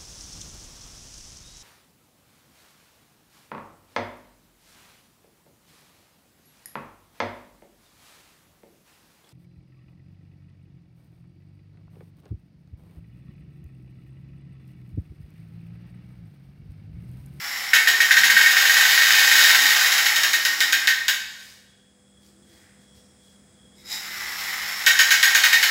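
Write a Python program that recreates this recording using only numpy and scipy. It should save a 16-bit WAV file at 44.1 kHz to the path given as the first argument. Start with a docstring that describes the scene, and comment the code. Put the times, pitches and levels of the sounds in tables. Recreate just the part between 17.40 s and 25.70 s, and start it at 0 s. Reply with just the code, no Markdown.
"""Hard wheels grind over concrete and a clacker knocks on a hollow plastic toy car towed on a string.
The wheels are dense random impacts; each knock is a run of contacts filtered by the resonant body.
The knocks blur into a rattle at speed and thin out as the car slows, in a bare, echoing room.
The car rests for a moment, leaving an electric hum and a faint insect-like trill of wavering tones.
Then a few scrapes of the wheels are heard and the car rolls on."""
import sys
import numpy as np
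from scipy import signal
from scipy.fft import rfft, irfft
from scipy.io import wavfile
from scipy.ndimage import uniform_filter1d, minimum_filter1d

SR = 44100
rng = np.random.default_rng(int(sys.argv[2]) if len(sys.argv) > 2 else 0)


def log_audio(samples):
    """Write samples as a 16-bit WAV file to the path given in sys.argv[1]."""
    # one column per channel
    frames = np.atleast_2d(samples).T
    # limit to full scale, then quantise
    limited = np.clip(frames, -1, 1)
    pcm = np.round(limited * 32767).astype(np.int16)
    wavfile.write(sys.argv[1], SR, pcm)


N = 366030
T = np.arange(N) / SR

# Resonances of the hollow body. Each row: frequency in Hz, width in Hz, lift in dB.
BODY_MODES = [(1538.5, 95, 12.5), (1606, 110, 9.5), (1833, 119, 16.5), (1909, 170, 8), (2210, 100, 12.5),
              (2517, 32, 7.5), (2830, 51, 4), (3044, 200, 6.5), (3650, 66, 0.5), (3755, 240, 7.5),
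              (5030, 110, 2), (6615, 240, 10.5), (11900, 190, 6), (15070, 295, 5.5)]
# Broad spectrum of the knocks and ticks, as the microphone picks them up.
# Each row: frequency in Hz, level in dB.
KNOCK_SPECTRUM = [(60, -46), (180, -32.5), (320, -17.5), (500, -14.5), (800, -8), (1150, -8), (1500, 1.5),
                  (4300, 1), (5400, 0.5), (6200, -4.5), (7800, -4.5), (9100, -20.5), (10200, -8),
                  (15500, -8)]
# Loudness of wheels and loose parts with the nearness of the car. Each row: time in seconds, gain in dB.
NEARNESS_GAIN = [(0, 1), (1.8, -4), (2.03, 1.5), (2.25, 0.5), (3.3, 2), (7.0, 0.5), (8.3, 1)]


def undb(db):
    """Amplitude ratio: 20 dB is a factor of ten."""
    return 10 ** (np.asarray(db) / 20)


def unit(x):
    """Power normalisation: scale to rms 1."""
    return x / np.sqrt(np.mean(x ** 2))


def unit_energy(x):
    """Energy normalisation: scale the sum of squares to 1."""
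    return x / np.sqrt(np.sum(x ** 2))


def curve(rows):
    """Linear interpolation in time of rows (s, value)."""
    return np.interp(T, *np.transpose(rows))


def along(points, f):
    """Interpolation of rows (Hz, value) on a logarithmic frequency axis."""
    hz, value = np.transpose(points)
    return np.interp(np.log(f + 1), np.log(hz), value)


def colour(x, points, peaks=()):
    """Minimum-phase filtering: a smooth spectrum with optional resonances, made causal by its cepstrum."""
    size = 4096
    f = np.fft.rfftfreq(size, 1 / SR)
    db = along(points, f)
    for hz, width, lift in peaks:
        db = db + lift / (1 + (2 * (f - hz) / width) ** 2)
    cepstrum = irfft(np.log(undb(db)))
    # folding the negative times onto the positive ones gives minimum phase
    cepstrum[1:size // 2] *= 2
    cepstrum[size // 2 + 1:] = 0
    response = irfft(np.exp(rfft(cepstrum)))
    return signal.fftconvolve(x, response)[:len(x)]


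def high_pass(x, hz):
    """Second-order Butterworth high-pass: attenuates what lies below hz."""
    return signal.sosfilt(signal.butter(2, hz, "high", fs=SR, output="sos"), x)


def band_pass(x, low_hz, high_hz):
    """Butterworth band-pass: keeps what lies between two frequencies."""
    return signal.sosfilt(signal.butter(2, [low_hz, high_hz], "band", fs=SR, output="sos"), x)


def walk(rate):
    """Low-passed randomness: about `rate` random values per second, joined smoothly, at rms 1."""
    k = int(SR / rate)
    steps = np.repeat(rng.standard_normal(N // k + 1), k)
    return unit(uniform_filter1d(steps, k)[:N])


def swells(rows):
    """Gaussian envelopes: a sum of bells (centre s, standard deviation s, peak dB)."""
    return sum(undb(db) * np.exp(-((T - s) / length) ** 2 / 2) for s, length, db in rows)


def grit(rate, spread_db):
    """Shot noise: random impacts of uneven size, on average `rate` per second."""
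    hit = rng.random(N) < rate / SR
    sign = rng.choice([-1, 1], N)
    size = undb(spread_db * np.minimum(rng.exponential(size=N), 4))
    return unit(hit * sign * size)


def contacts(gap_s, length_s, spread_db):
    """Repeated impact: a run of quick, uneven rebounds that dies away."""
    delays = np.cumsum(gap_s * (.3 + 1.4 * rng.random(size=80)))
    sizes = rng.choice([-1, 1], len(delays)) * undb(spread_db * rng.standard_normal(len(delays)))
    sizes = sizes * np.exp(-(delays / length_s) ** 2)
    return unit_energy(np.bincount((delays * SR).astype(int), sizes, SR // 5)[:SR // 5])


def rough_tone(hz, width_hz):
    """A rubbed resonance: two carriers in quadrature, modulated at random in size and phase."""
    phase = 2 * np.pi * np.cumsum(hz * np.ones(N)) / SR
    return unit(walk(width_hz) * np.sin(phase) + walk(width_hz) * np.cos(phase))


def background(waver_db=1.0, trill_hz=3335, between_db=-79, count=6):
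    """Stationary noise and modulated tones: room noise, a wavering electric hum and a thin, distant trill."""
    # Steady room noise. Each row: frequency in Hz, level in dB.
    noise_spectrum = [(25, -29.5), (48, -20), (63, 1.5), (85, -4), (150, -3.5), (280, -10), (780, -17),
                      (950, -22.5), (1800, -19.5), (2800, -29.5), (3500, -24.5), (4400, -29.5), (5100, -25),
                      (5900, -29), (6700, -22.5), (7900, -20), (9800, -22.5), (11000, -44), (16000, -34.5)]
    # Narrow bands in the room noise. Each row: frequency in Hz, width in Hz, lift in dB.
    noise_bands = [(5150, 300, 6.5), (7780, 150, 3.5), (8200, 97, 7.5)]
    # Tones of the hum. Each row: frequency in Hz, level in dB before the swell.
    hum_tones = [(199.2, -63), (242.2, -71.5), (500.6, -71)]
    # Slight swell of noise and hum. Each row: time in seconds, gain in dB.
    swell_gain = [(4.5, -1.5), (5.2, 2), (7.2, 3), (8.3, -1)]
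    noise_db = -59.5  # before the swell
    first_s, every_s, length_s = 4.39, .378, .09
    first_db, growth_db = -66.5, .5  # level of the first call, and gain from each to the next

    hiss = undb(noise_db) * unit(colour(rng.standard_normal(N), noise_spectrum, noise_bands))
    hum = 0
    for hz, db in hum_tones:
        tone = unit(np.sin(2 * np.pi * hz * T + .4 * walk(8)))
        hum = hum + undb(db + waver_db * walk(6.3)) * tone
    trill = rough_tone(trill_hz, 230)
    calls = swells([(first_s + k * every_s, length_s, first_db + k * growth_db) for k in range(count)])
    return undb(curve(swell_gain)) * (hiss + hum) + (calls + undb(between_db)) * trill


def feet(width_hz=55):
    """Friction and low-frequency impact: soft shuffles and dull bumps as band-limited noise bursts."""
    # Soft shuffling on the floor. Each row: centre in seconds, spread in seconds, level in dB.
    shuffle_times = [(5.24, 0.093, -61)]
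    # Spectrum of the shuffling. Each row: frequency in Hz, level in dB.
    shuffle_spectrum = [(300, -29), (800, -11), (1100, -16), (1850, 1), (2800, -14), (8000, -30)]
    # Dull bumps and low rumbles. Each row: centre in seconds, spread in seconds, level in dB, pitch in Hz.
    bump_rows = [(0.514, 0.049, -49, 376), (0.797, 0.073, -53, 282), (0.914, 0.12, -51, 203),
                 (1.898, 0.031, -52.5, 313), (2.23, 0.044, -51, 299), (3.2, 0.31, -57.5, 312),
                 (5.048, 0.15, -64, 340.6), (6.7, 0.21, -61, 334.6)]

    out = swells(shuffle_times) * unit(colour(rng.standard_normal(N), shuffle_spectrum))
    for *row, hz in bump_rows:
        thud = band_pass(rng.standard_normal(N), hz - width_hz / 2, hz + width_hz / 2)
        out += swells([row]) * unit(thud)
    return out


def scuffs(squeak_hz=5500):
    """Sliding friction: wheels scrape as the string tugs; string and cloth rustle and squeak faintly."""
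    # Wheels scuffing sideways. Each row: centre in seconds, spread in seconds, level in dB.
    scrape_times = [(6.4, 0.026, -53), (6.475, .016, -42.5), (6.524, 0.018, -28.5), (6.57, 0.024, -35)]
    # Spectrum of the scrape. Each row: frequency in Hz, level in dB.
    scrape_spectrum = [(300, -26.5), (600, -19), (830, -7), (1400, -16), (2100, 3), (2800, -14), (3850, 0),
                       (4400, -8), (5120, 2), (6300, -9), (7100, -0.5), (9000, -16.5), (11500, -9),
                       (15500, -15)]
    # Resonances of the scuffing wheels. Each row: frequency in Hz, width in Hz, lift in dB.
    scrape_modes = [(3850, 130, 9), (5080, 140, 10)]
    # The faint squeak. Each row: centre in seconds, spread in seconds, level in dB.
    squeak_times = [(5.6, .1, -68)]
    # Faint rustles of string and cloth. Each row: centre in seconds, spread in seconds, level in dB.
    rustle_times = [(4.03, 0.1, -49.5), (4.86, 0.031, -60), (5.15, 0.076, -60.5), (5.42, 0.025, -64.5),
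                    (5.57, 0.022, -60), (5.87, .05, -63.5)]
    # Spectrum of the rustles. Each row: frequency in Hz, level in dB.
    rustle_spectrum = [(300, -10), (2500, -7), (5000, 2), (9000, -7), (15500, -10.5)]

    scrape = swells(scrape_times) * unit(colour(grit(2500, spread_db=-2.5), scrape_spectrum, scrape_modes))
    squeak = swells(squeak_times) * rough_tone(squeak_hz, 600)
    rustle = swells(rustle_times) * unit(colour(grit(1500, spread_db=2.5), rustle_spectrum))
    return scrape + squeak + rustle


def speed(ease_s=0.056, full_turns_per_s=24):
    """Kinematics: the car's speed as a share of full speed, its changes smoothed over a short time."""
    # Speed counted in turns of the clacker cam. Each row: time in seconds, turns per second.
    cam_turns = [(0, 6), (.3, 7.5), (1.06, 19.5), (1.35, 23.5), (2.0, 26.5), (2.25, 21), (2.65, 14.5),
                 (3.0, 7.5), (3.4, 6), (3.78, 0), (6.42, 0), (6.72, 4.5), (7.1, 6.5), (7.45, 7), (8.3, 13)]
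    eased = uniform_filter1d(curve(cam_turns), int(ease_s * SR))
    return np.maximum(eased, 0) / full_turns_per_s


def wheels(grit_db=0.5, whirr_waver_db=2.0):
    """Rolling noise: roughness impacts shake the chassis; axles whirr by friction once fast enough."""
    # Spectrum of the rolling wheels. Each row: frequency in Hz, level in dB.
    rolling_spectrum = [(60, -48.5), (200, -24.5), (350, -16), (550, -14.5), (850, -8.5), (1300, 1),
                        (2000, 4), (2600, -1.5), (5000, -2.5), (6500, -7.5), (8000, -8.5), (9100, -19),
                        (10200, -9), (16000, -10)]
    # Resonances of wheels and chassis. Each row: frequency in Hz, width in Hz, lift in dB.
    chassis_modes = [(308, 46, 4.5), (809, 170, 8), (1970, 282, 4.5), (5210, 280, 6), (7180, 410, 5.5),
                     (14370, 630, -3.5)]
    # Whirrs of the dry axles. Each row: nominal pitch in Hz, width in Hz, relative level in dB.
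    axle_whirrs = [(2026, 550, -4.5), (5430, 420, -7), (14200, 900, -13)]
    roll_db = -21  # at full speed, before nearness and judder
    whirr_db, whirr_speed, whirr_glide = -34, .25, .05  # level, share of full speed, rise of pitch
    judder_db = 1.2  # rms

    grind = undb(roll_db) * speed() * unit(colour(grit(2000, grit_db), rolling_spectrum, chassis_modes))
    sing = np.tanh((speed() / whirr_speed) ** 2)
    pitch = 1 + whirr_glide * (sing - .75) + .01 * walk(7)
    whirr = 0
    for hz, width, db in axle_whirrs:
        whirr = whirr + undb(db + whirr_waver_db * walk(25)) * rough_tone(hz * pitch, width)
    return (grind + undb(whirr_db) * sing * whirr) * undb(curve(NEARNESS_GAIN) + judder_db * walk(70))


def strike(slack):
    """Contact mechanics: the soft striker wakes low modes; slack delays, hardens and bounces the knock."""
    flam_db, rebound_db, loose_db = -9, -19, 20  # loose_db: added to the rebounds at full slack
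    lag_s, low_hz, high_hz, hard_hz = .006, 1400, 2600, 1100  # lag_s and hard_hz: at full slack
    knock = undb(flam_db) * contacts(gap_s=.0012, length_s=.006, spread_db=0)
    knock += undb(rebound_db + loose_db * slack) * contacts(gap_s=.004, length_s=.032, spread_db=3)
    knock[0] += 1
    late = np.roll(knock, int(lag_s * slack * SR))
    return band_pass(late, low_hz, high_hz + hard_hz * slack)


def pawl_rasp(slack, build_s=0.00631, thin_hz=450):
    """Stick-slip: the pawl rasps in a run of contacts, which builds up gradually when slack is small."""
    rasp = high_pass(contacts(gap_s=.0014, length_s=.029, spread_db=1.5), thin_hz)
    return rasp * (1 - np.clip(.7 - slack, 0, 1) * np.exp(-T[:len(rasp)] / build_s))


def blow(knock_db, rasp_db, slack, snap_db=-13.0, slack_snap_db=6):
    """Modal excitation: the pawl snaps free and rasps, and the striker knocks on the resonant body."""
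    detune, scatter_db = .003, .6  # random spread of mode frequency (share) and of lift
    panel_top_hz, pawl_share = 2400, .5  # the light pawl lifts the modes below this only by this share
    knock, rasp = strike(slack), pawl_rasp(slack)
    snap = band_pass(contacts(gap_s=.0003, length_s=.002, spread_db=3), 3600, 10500)
    # every blow lands on a slightly different spot and favours other modes
    body = [(hz * (1 + detune * rng.standard_normal()), width, db + scatter_db * rng.standard_normal())
            for hz, width, db in BODY_MODES]
    light = [(hz, width, db * (pawl_share if hz < panel_top_hz else 1)) for hz, width, db in body]
    parts = [(knock, body, knock_db), (rasp, light, rasp_db),
             (snap, light, rasp_db + snap_db + slack_snap_db * slack)]
    return sum(undb(db) * unit_energy(colour(part, KNOCK_SPECTRUM, modes)) for part, modes, db in parts)


def clacker(gain_db=19.5, lead_s=.0005, thin_hz=2600):
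    """Impact-driven resonance: the striker hits the hollow body; gear teeth and loose parts tick at speed."""
    # Clacks, merging into a flutter at speed. Each row: time in seconds, relative level of the knock in dB.
    clack_rows = [(0.3339, 3), (0.4738, -2.5), (0.6042, -3), (0.7095, 1), (0.7698, -3.5), (0.835, -3),
                  (0.9002, -3.5), (0.967, 0.5), (1.0124, -4.5), (1.0613, -4), (1.109, -9), (1.1686, -3),
                  (1.2042, -7), (1.254, -7), (1.297, -6), (1.335, -18), (1.3692, -6), (1.41, -6),
                  (1.452, -7.5), (1.4974, -11), (1.5303, -7.5), (1.577, -4.5), (1.6207, -2.5), (1.669, -14),
                  (1.7068, -2), (1.7426, -6.5), (1.7854, -11), (1.8268, -10), (1.873, -8.5), (1.915, -5.5),
                  (1.955, -11), (1.9913, -9), (2.0319, -10.5), (2.106, -7), (2.1477, -3), (2.2129, -14.5),
                  (2.256, -7), (2.306, -10.5), (2.364, -14), (2.4107, -15), (2.459, -11.5), (2.5202, -8.5),
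                  (2.5808, -8), (2.6605, -6), (2.76, -11.5), (2.834, -10), (2.933, -7), (3.051, -18),
                  (3.2048, -5.5), (3.3254, -5.5), (3.473, -4.5), (3.682, -10.5), (7.464, -0.5), (7.591, -2),
                  (7.707, -3), (7.8291, -1), (7.9488, -4), (8.037, -3.5), (8.1297, -4), (8.2283, -5.5)]
    # Slack in the drive, which delays and spreads the knock. Each row: time in seconds, slack from 0 to 1.
    slack_rows = [(2.1, 0.03), (2.5, 0.59), (3.2, 1), (7.5, 0.7), (8.2, 0.5)]
    # Strength of the pawl's rasp. Each row: time in seconds, relative level in dB.
    rasp_rows = [(.33, -1), (0.599, -6), (.8, -4.5), (1.149, -8), (1.7, -6), (2.03, -7.5), (2.2, -9),
                 (2.75, -7), (3.2, -6), (3.7, -5.5), (7.46, 0.05), (8.3, -4)]
    rattle_db, rattle_power = -19.5, 2.2  # at full speed before nearness, and growth with speed

    out = np.zeros(N + SR)
    for s, db in clack_rows:
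        slack = np.interp(s, *np.transpose(slack_rows))
        rasp_db = np.interp(s, *np.transpose(rasp_rows))
        sound = undb(gain_db) * blow(db, rasp_db, slack)
        start = int((s - lead_s) * SR)  # the panel takes a moment to swing up
        out[start:start + len(sound)] += sound
    ticks = high_pass(grit(380, spread_db=2.5), thin_hz)
    rattle = speed() ** rattle_power * unit(colour(ticks, KNOCK_SPECTRUM, BODY_MODES))
    return out[:N] + undb(rattle_db + curve(NEARNESS_GAIN)) * rattle


def room_tail(early_db=2, early_s=0.062, first_wall_s=.007):
    """Reverberant decay: noise with strong early reflections and a tail that dulls as it fades."""
    # The room's ring. Each row: frequency in Hz, reverberation time (60 dB decay) in seconds.
    decay_times = [(200, 0.49), (800, 1), (2000, 1), (5000, 0.98), (8000, 0.88), (15000, 0.57)]
    t = T[:SR]
    f, when, cells = signal.stft(rng.standard_normal(len(t)), SR, nperseg=256)
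    fading = cells * undb(-60 * when / along(decay_times, f)[:, None])
    tail = signal.istft(fading, SR)[1][:len(t)]
    return unit_energy(tail * (t > first_wall_s) * (1 + undb(early_db) * np.exp(-t / early_s)))


def room(x, direct_db=-2.0, wet_db=-3.0, count=48):
    """Convolution reverberation: overlapping slices each get a fresh reflection pattern and crossfade."""
    hop = N // count + 1
    padded = np.pad(x, (hop, 2 * hop))
    wet = np.zeros(N + 3 * hop + 2 * SR)
    fade = np.sin(np.pi * np.arange(2 * hop) / (2 * hop))
    for start in hop * np.arange(count + 1):
        echo = signal.fftconvolve(fade * padded[start:start + 2 * hop], room_tail())
        wet[start:start + len(echo)] += echo
    return undb(direct_db) * x + undb(wet_db) * wet[hop:hop + N]


def limit(x, ceiling=0.89, hold_s=0.0012):
    """Peak limiting: turn the gain down smoothly around any peak above the ceiling."""
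    k = int(hold_s * SR)
    gain = ceiling / np.maximum(abs(x), ceiling)
    return x * uniform_filter1d(minimum_filter1d(gain, 2 * k + 1), k)


def scene():
    """Superposition: the reverberant toy and feet over the quiet background."""
    return (room(clacker() + wheels() + scuffs() + feet()) + background())[None]


def record(dry, bass_hz=50, top_hz=15750):
    """Band limitation: the phone limits the highest peaks, drops the deep bass and cuts the top."""
    thin = signal.sosfilt(signal.butter(4, bass_hz, "high", fs=SR, output="sos"), limit(dry))
    return signal.sosfilt(signal.ellip(12, .2, 90, top_hz, fs=SR, output="sos"), thin)


dry = scene()
out = record(dry)
log_audio(out)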